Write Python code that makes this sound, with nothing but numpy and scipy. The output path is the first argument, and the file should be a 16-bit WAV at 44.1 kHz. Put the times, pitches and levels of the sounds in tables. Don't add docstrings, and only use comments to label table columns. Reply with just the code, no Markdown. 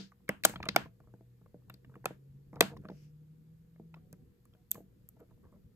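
import sys
import numpy as np
from scipy import signal
from scipy.fft import rfft, irfft, next_fast_len
from scipy.io import wavfile
from scipy.ndimage import uniform_filter1d

SR = 44100
rng = np.random.default_rng(int(sys.argv[2]) if len(sys.argv) > 2 else 0)


def how_loud(loudness_db):
    steps = np.asarray(loudness_db, float) / 20
    return 10 ** steps


def store_pcm(level_fs):
    pcm = np.round(np.clip(level_fs, -1, 1) * 32767).astype(np.int16)
    wavfile.write(sys.argv[1], SR, np.atleast_2d(pcm).T)


N = 253692

# (time [s], snap peak [dB], ring [Hz], tray thump [dB], blade fizz [dB])
EARLIER_SNAP = (0, -16, 4390, -27.5, -59)
EARLIER_S = 0.018
# (frequency [Hz], level [dB], t60 [s])
TRAY_MODES = [(195.85, -4, .15), (253.6, -7, 0.068), (315, -5.5, 0.079), (431, 3.5, 0.022),
              (482, -7, 0.057), (630, -6, 0.08)]
# (frequency [Hz], level [dB], t60 [s])
WALL_MODES = [(694, -4, 0.022), (1134, -9.5, .02), (1350, -5.5, 0.013), (1700, -0.5, 0.0071),
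              (2240, 0, .012), (2800, -1, 0.012), (3500, -2.5, 0.015), (4250, 3.5, .007),
              (5400, -9, 0.0097)]
# (frequency [Hz], level [dB])
BLADE_TONE = [(2500, -42.5), (4500, -12), (6500, -5), (8000, 0), (10000, -0.5), (13000, -6.5),
              (15500, -6.5), (16800, -21)]
# (frequency [Hz], level [dB])
STEEL_TONE = [(2500, -34.5), (5800, -22.5), (7500, -6), (10300, -13), (12000, -2.5), (14300, -0.5),
              (15500, -15), (16800, -32.5)]
# (frequency [Hz], t60 [s])
ROOM_DECAY = [(150, .3), (500, 0.12), (1500, .3), (4000, 0.26), (9000, 0.28), (15000, 0.32)]
# (frequency [Hz], level [dB])
ROOM_TONE = [(150, -8.5), (500, -2), (1500, -15), (4000, -14.5), (9000, -20), (15600, -26), (16300, -45)]
# (frequency [Hz], level [dB])
HUM = [(60, -73.5), (120, -70), (188, -73), (360, -86), (480, -80.5), (1800, -100), (11300, -97.5),
       (13770, -96.5)]
# (time [s], level [dB])
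RUMBLE = [(0.0, -86.5), (0.32, -71.5), (0.67, -60.5), (0.9, -73.5), (1.36, -75.5), (2.0, -70), (2.4, -72.5),
          (2.77, -64.5), (3.1, -75.5), (3.78, -76), (4.1, -68.5), (4.58, -80.5), (4.79, -69.5), (5.25, -76),
          (5.4, -68), (5.75, -72)]
# (frequency [Hz], level [dB])
RUMBLE_TONE = [(20, -44), (50, -4.5), (110, -1), (200, -6.5), (300, -13.5), (480, -17.5), (600, -32.5),
               (900, -58)]
# (frequency [Hz], level [dB])
HISS_TONE = [(300, -10.5), (700, -10), (1500, -12), (3000, -16.5), (6000, -20.5), (10000, -15.5),
             (15000, -19.5), (15500, -38)]
# (time [s], firing rate [Hz], level [dB])
ENGINE = [
    (.85, 113.4, -65),
    (1.7, 127.2, -62),
    (2.4, 138.7, -57),
    (3.2, 152.5, -55.5),
    (3.72, 164.6, -62),
    (3.9, 163.4, -56.5),
    (4.25, 148.7, -67),
]
# (time [s], level [dB])
SWISH = [
    (2.9, -80),
    (2.96, -74.5),
    (3.05, -74),
    (3.12, -91.5),
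]
# (frequency [Hz], level [dB])
SWISH_TONE = [(1000, -18.5), (2500, -1.5), (4000, -14), (5400, -1.5), (7000, -11), (12000, -14),
              (16000, -32)]
# (time [s], length [s], frequency [Hz], level [dB])
SINGING = [
    (3.99, .12, 734, -83.5),
    (4.147, 0.1, 760, -85.5),
    (4.552, 0.079, 730, -80),
]
# (time [s], snap peak [dB], ring [Hz], tray thump [dB], blade fizz [dB])
CUTS = [(0.291, -16.5, 610, -28, -31.5), (0.4366, -25.5, 2420, -46.5, -34), (0.444, -25.5, 4500, -55, -48),
        (0.4499, -10, 763, -33, -14), (0.4535, -23, 1100, -34, -15), (0.495, -36.5, 1560, -37.5, -46),
        (0.602, -35, 790, -41, -73.5), (0.628, -30, 2280, -50, -60), (0.655, -36.5, 1260, -57.5, -53.5),
        (0.687, -17.5, 2430, -31.5, -43.5), (0.7614, -7.5, 691, -39.5, -21.5),
        (3.944, -59, 3894, -67.5, -83), (1.7404, -49, 4400, -55, -59), (2.056, -20.5, 637, -38.5, -29.5),
        (2.557, -54, 3000, -58, -68), (2.6076, -6, 486, -31, -14), (2.624, -28.5, 1420, -27, -40.5),
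        (2.771, -55, 5040, -56, -65.5), (4.128, -57.5, 1600, -47.5, -51.5),
        (4.454, -63, 1200, -83.5, -63.5), (4.536, -62.5, 3200, -72, -85), (4.745, -53, 2520, -50, -51.5)]
# (time [s], snap peak [dB], ring [Hz], tray thump [dB])
TAPS = [(0.119, -51.5, 1110, -76), (0.202, -68, 980, -86), (0.28, -47, 1850, -72), (0.401, -67, 1200, -63),
        (0.535, -39.5, 802, -73), (0.558, -33.5, 1390, -42.5), (0.637, -36.5, 1080, -44),
        (0.857, -48, 1030, -43), (1.002, -57, 1140, -56), (1.414, -64, 859, -56), (1.46, -59.5, 1190, -55),
        (1.619, -70, 837, -76), (1.681, -68.5, 802, -75), (1.700, -63.5, 2710, -80),
        (1.846, -53, 2180, -56.5), (1.895, -61, 1170, -53), (1.94, -54.5, 1539, -57.5),
        (1.954, -44.5, 1103, -51.5), (2.53, -47, 902, -43), (2.565, -46.5, 700, -51),
        (2.73, -55.5, 818, -48.5), (2.766, -45, 1108, -47), (2.852, -44.5, 1147, -39.5),
        (2.885, -52.5, 3500, -72.5), (2.886, -42, 896, -44.5), (2.901, -57.5, 3500, -72),
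        (3.759, -62.5, 1600, -63), (3.941, -44, 1370, -66), (4.548, -66, 1380, -58),
        (4.754, -44, 1170, -44.5)]
# (time [s], tray thump [dB], snap peak [dB])
KNOCKS = [(1.139, -49, -55), (1.149, -57, -71), (1.209, -51, -68), (1.544, -42.5, -65.5),
          (1.965, -45.5, -60.5), (2.043, -45, -41), (2.107, -39, -46), (2.899, -38.5, -44.5),
          (2.915, -41.5, -72), (2.919, -74, -54), (3.798, -43, -81), (4.78, -43.5, -68), (4.805, -47, -77),
          (5.377, -60.5, -77.5)]
# (time [s], peak [dB], ring [Hz], length [s])
RUBS = [(0.661, -41, 1190, 0.0084), (0.748, -43.5, 900, 0.0042), (1.031, -69.5, 1057, 0.017),
        (1.065, -61, 1160, 0.036), (1.909, -65.5, 1102, 0.027), (2.536, -49, 900, 0.052),
        (2.691, -49, 920, 0.041), (2.813, -54, 1462, 0.069), (3.959, -58.5, 1200, 0.018),
        (4.135, -63, 1400, 0.0059), (4.529, -70, 1200, 0.011), (4.763, -60, 947, 0.018),
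        (5.164, -65, 900, 0.0097), (5.19, -61, 1298, 0.031), (5.194, -55, 467.5, .03),
        (5.28, -69.5, 1604, 0.026), (5.307, -64, 1000, 0.011), (5.429, -61.5, 1090, 0.039),
        (5.519, -62, 1198, 0.022), (5.556, -66.5, 900, 0.0099)]
# (time [s], blade fizz [dB], snap peak [dB], ring [Hz], tray thump [dB])
CLICKS = [
    (1.698, -53, -39, 1417, -51),
    (4.7096, -50, -65, 3000, -71.5),
    (4.7149, -21.5, -35.5, 3650, -53),
    (5.0889, -46, -70, 990, -66),
    (5.2028, -68, -67.5, 2800, -62),
]
# (frequency [Hz], phase [rad])
PORT_PHASE = [(20, 0), (1000, -.3), (2400, -1.7), (3800, -2.6), (6300, -5.8), (9000, -3.55), (10250, -2.75),
              (17000, 3.6)]
# (frequency [Hz], level [dB])
PORT_BALANCE = [(20, 2.5), (700, -1.17), (2500, 0), (4600, 9.5), (6500, -1), (17000, 1.5)]
# (frequency [Hz], likeness [0-1])
PORT_MONO = [(20, 0.98), (150, 0.82), (400, 0.23), (1200, 0.033), (5500, 0.025), (8300, 0.9), (13000, 1),
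             (15500, 0.3)]

CUT_S, TAP_S, KNOCK_S, CLICK_S = 0.003, 0.0038, 0.0014, 0.004
KNOCK_HZ = 900
RUB_THUMP_DB = 2
TOUCH_FIZZ_DB, TOUCH_FIZZ_SLOPE = -48, 0.55
SLIP_DB_PER_S = 130.0
SNAP_SIZE = 4096


def evened(x):
    return x / np.sqrt(np.mean(x ** 2) + 1e-20)


def waver(shape, width):
    return evened(uniform_filter1d(uniform_filter1d(rng.standard_normal(shape), width), width))


def read(points, hz):
    f, value = np.transpose(points)
    return np.interp(np.log(hz + 1), np.log(f + 1), value)


def follow(rows):
    s, *columns = np.transpose(rows)
    t = np.arange(N) / SR
    gate = np.clip(np.minimum(t - s[0], s[-1] - t) / 0.0088, 0, 1)
    return [np.interp(t, s, column) for column in columns], gate


def diffuse(points, patchy_db, size=N):
    frames, hz = size // 256 + 5, np.fft.rfftfreq(1024, 1 / SR)
    a, b, c, d, patches = rng.standard_normal((frames, 513, 5)).T
    patches = evened(uniform_filter1d(uniform_filter1d(patches, 6, 0), 10, 1))
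    same = np.clip(read(PORT_MONO, hz), 0, 1)[:, None]
    left = a + 1j * b
    right = same * left + np.sqrt(1 - same ** 2) * (c + 1j * d)
    z = np.array([left, right]) * how_loud(read(points, hz)[:, None] + patchy_db * patches)
    return evened(signal.istft(z, nperseg=1024, noverlap=768)[1][:, :size])


def colour(points):
    grid = np.linspace(0, 1, 128)
    return signal.minimum_phase(signal.firwin2(255, grid, how_loud(2 * read(points, grid * SR / 2))))


def highpass(x, order, hz):
    return signal.sosfilt(signal.butter(order, hz, "high", fs=SR, output="sos"), x)


def ring(modes, detune, t):
    hz, db, t60 = np.transpose(modes)[:, :, None]
    tones = np.sin(2 * np.pi * hz * detune[:len(modes), None] * t)
    return (how_loud(db - 60 * t / t60) * tones).sum(0)


def touches():
    cuts = [(*row, CUT_S) for row in [EARLIER_SNAP, *CUTS]]
    soft = [(*row, TAP_S) for row in TAPS]
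    soft += [(s, db, KNOCK_HZ, thump_db, KNOCK_S) for s, thump_db, db in KNOCKS]
    soft += [(s, db, hz, db + RUB_THUMP_DB, length) for s, db, hz, length in RUBS]
    soft = [(s, db, hz, thump_db, TOUCH_FIZZ_DB + TOUCH_FIZZ_SLOPE * db, length)
            for s, db, hz, thump_db, length in soft]
    clicks = [(s, db, hz, thump_db, fizz_db, CLICK_S) for s, fizz_db, db, hz, thump_db in CLICKS]
    return cuts + soft + clicks


def crackle(chance, length):
    cracks = chance[0] * how_loud(4.0 * uniform_filter1d(chance[1], 8))
    slip = evened(uniform_filter1d(chance[1, ::-1], size=50))
    return cracks * how_loud(SLIP_DB_PER_S * length * slip)


def wall_ring(cracks, age, t, detune, snap_db, hz, length):
    bending = cracks * age ** 1.1 * np.exp(-2.6 * age)
    blunt = int(np.clip(-snap_db / 56.0, 0, 1) * 0.28 * SR / hz) + 1
    bending = uniform_filter1d(uniform_filter1d(bending, blunt), blunt)
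    narrow_db = np.clip(0.8 - 0.098 * snap_db + 120.0 * length, 0, 18)
    reached = [(f, db - narrow_db * abs(np.log2(f / hz)), t60) for f, db, t60 in WALL_MODES]
    nearest = how_loud(-1.0 - 60 * t / (0.004 + 6.6 / hz)) * np.sin(2 * np.pi * hz * t)
    in_step = np.exp(-length / 0.005) * abs(bending) * np.cos(2 * np.pi * hz * t)
    walls = signal.fftconvolve(bending, nearest + ring(reached, detune, t))[:len(t)]
    walls = walls + 0.35 * signal.fftconvolve(in_step, nearest)[:len(t)]
    return highpass(walls, 2, 0.84 * hz)


def tray_thump(cracks, age, t, detune):
    shove = np.gradient(uniform_filter1d(abs(cracks) * age ** 2 * np.exp(-4.0 * age), 30))
    return signal.fftconvolve(shove, ring(TRAY_MODES, detune ** 0.4, t))[:len(t)]


def snap(row, chance, blade):
    _, snap_db, hz, thump_db, fizz_db, length = row
    t = np.arange(SNAP_SIZE) / SR
    age = t / max(length, 0.0004)
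    cracks = crackle(chance, length)
    detune = 1 + 0.11 * chance[2]
    fizz = signal.fftconvolve(cracks * age ** 0.11 * np.exp(-3.5 * age), blade)[:len(t)]
    walls = wall_ring(cracks, age, t, detune, snap_db, hz, length)
    thump = tray_thump(cracks, age, t, detune[16:])
    fizz = fizz * how_loud(fizz_db + 10.0) / abs(fizz).max()
    walls = walls * how_loud(snap_db) / abs(walls).max()
    thump = thump * how_loud(thump_db + 2.5) / abs(thump).max()
    crisp = walls + fizz
    power = uniform_filter1d(abs(rfft(crisp)) ** 2, size=220)
    all_round = np.roll(irfft(np.sqrt(abs(power))), 100)
    return np.array([crisp + thump, all_round * (t < 0.01) + thump])


def scissors(lead):
    rows, track = touches(), np.zeros((2, N + lead + SNAP_SIZE))
    starts = [-EARLIER_S] + [row[0] for row in rows[1:]]
    blades = [colour(BLADE_TONE)] * (len(rows) - len(CLICKS)) + [colour(STEEL_TONE)] * len(CLICKS)
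    chances = rng.standard_normal((len(rows), 3, SNAP_SIZE))
    for s, row, blade, chance in zip(starts, rows, blades, chances):
        at = lead + round(s * SR)
        track[:, at:at + SNAP_SIZE] += snap(row, chance, blade)
    return highpass(track[:, :N + lead], 4, 110.0)


def room(x):
    noise = diffuse([(20, 0.0085), (20000, 0.0019)], patchy_db=1, size=SR // 2)[:, SR // 4:]
    hz, t, z = signal.stft(noise, SR, nperseg=256)
    decay_db = read(ROOM_TONE, hz)[:, None] - 60 * t / read(ROOM_DECAY, hz)[:, None]
    tail = signal.istft(z * how_loud(decay_db), SR, nperseg=256)[1]
    age = np.arange(tail.shape[1]) / SR
    onset = np.clip((age - 0.003) / 0.002, 0, 1)
    gate = 1 / (1 + (age / 0.115) ** 6.0)
    tail *= onset * gate / np.sqrt(0.032 * SR)
    return signal.fftconvolve(x[None], tail, axes=1)[:, :len(x)]


def hum():
    t, out = np.arange(N) / SR, np.zeros(N)
    for hz, db in HUM:
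        level, phase = waver((2, N), 900)
        turn = 2 * np.pi * hz * t
        out += how_loud(db) * ((1 + 0.41 * level) * np.sin(turn) + 0.35 * phase * np.cos(turn))
    return out


def rumble():
    (db,), _ = follow(RUMBLE)
    return how_loud(db + 9.0) * diffuse(RUMBLE_TONE, patchy_db=3.3)


def hiss():
    return how_loud(-81) * diffuse(HISS_TONE, patchy_db=-0.88)


def engine():
    (hz, db), gate = follow(ENGINE)
    turn = 2 * np.pi * np.cumsum(hz) / SR
    level = np.sqrt(2) * gate * how_loud(db + 2.3 * waver(N, 1500))
    return level * (np.sin(turn) + how_loud(-28.5) * np.sin(2 * turn))


def swish():
    (db,), gate = follow(SWISH)
    return gate * how_loud(db) * diffuse(SWISH_TONE, patchy_db=1)


def singing():
    t, out = np.arange(N) / SR, np.zeros(N)
    for s, length, hz, db in SINGING:
        swell = np.sin(np.pi * np.clip((t - s) / length, 0, 1))
        out += how_loud(db) * np.maximum(swell, 0) ** 0.5 * np.sin(2 * np.pi * hz * t)
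    return out


def scene():
    lead = 4096
    near, all_round = scissors(lead)
    close = (near + room(all_round))[:, lead:]
    return close + hum() + rumble() + hiss() + engine() + swish() + singing()


def top_cut(x):
    return signal.sosfilt(signal.butter(12, 16870, fs=SR, output="sos"), x)


def record(dry):
    size = next_fast_len(N + 4096)
    hz = np.fft.rfftfreq(size, 1 / SR)
    half = how_loud(read(PORT_BALANCE, hz) / 2) * np.exp(0.5j * read(PORT_PHASE, hz))
    ports = irfft(rfft(dry, size) * np.array([half, 1 / half]), size)[:, :N]
    return top_cut(ports)


dry = scene()
out = record(dry)
store_pcm(out)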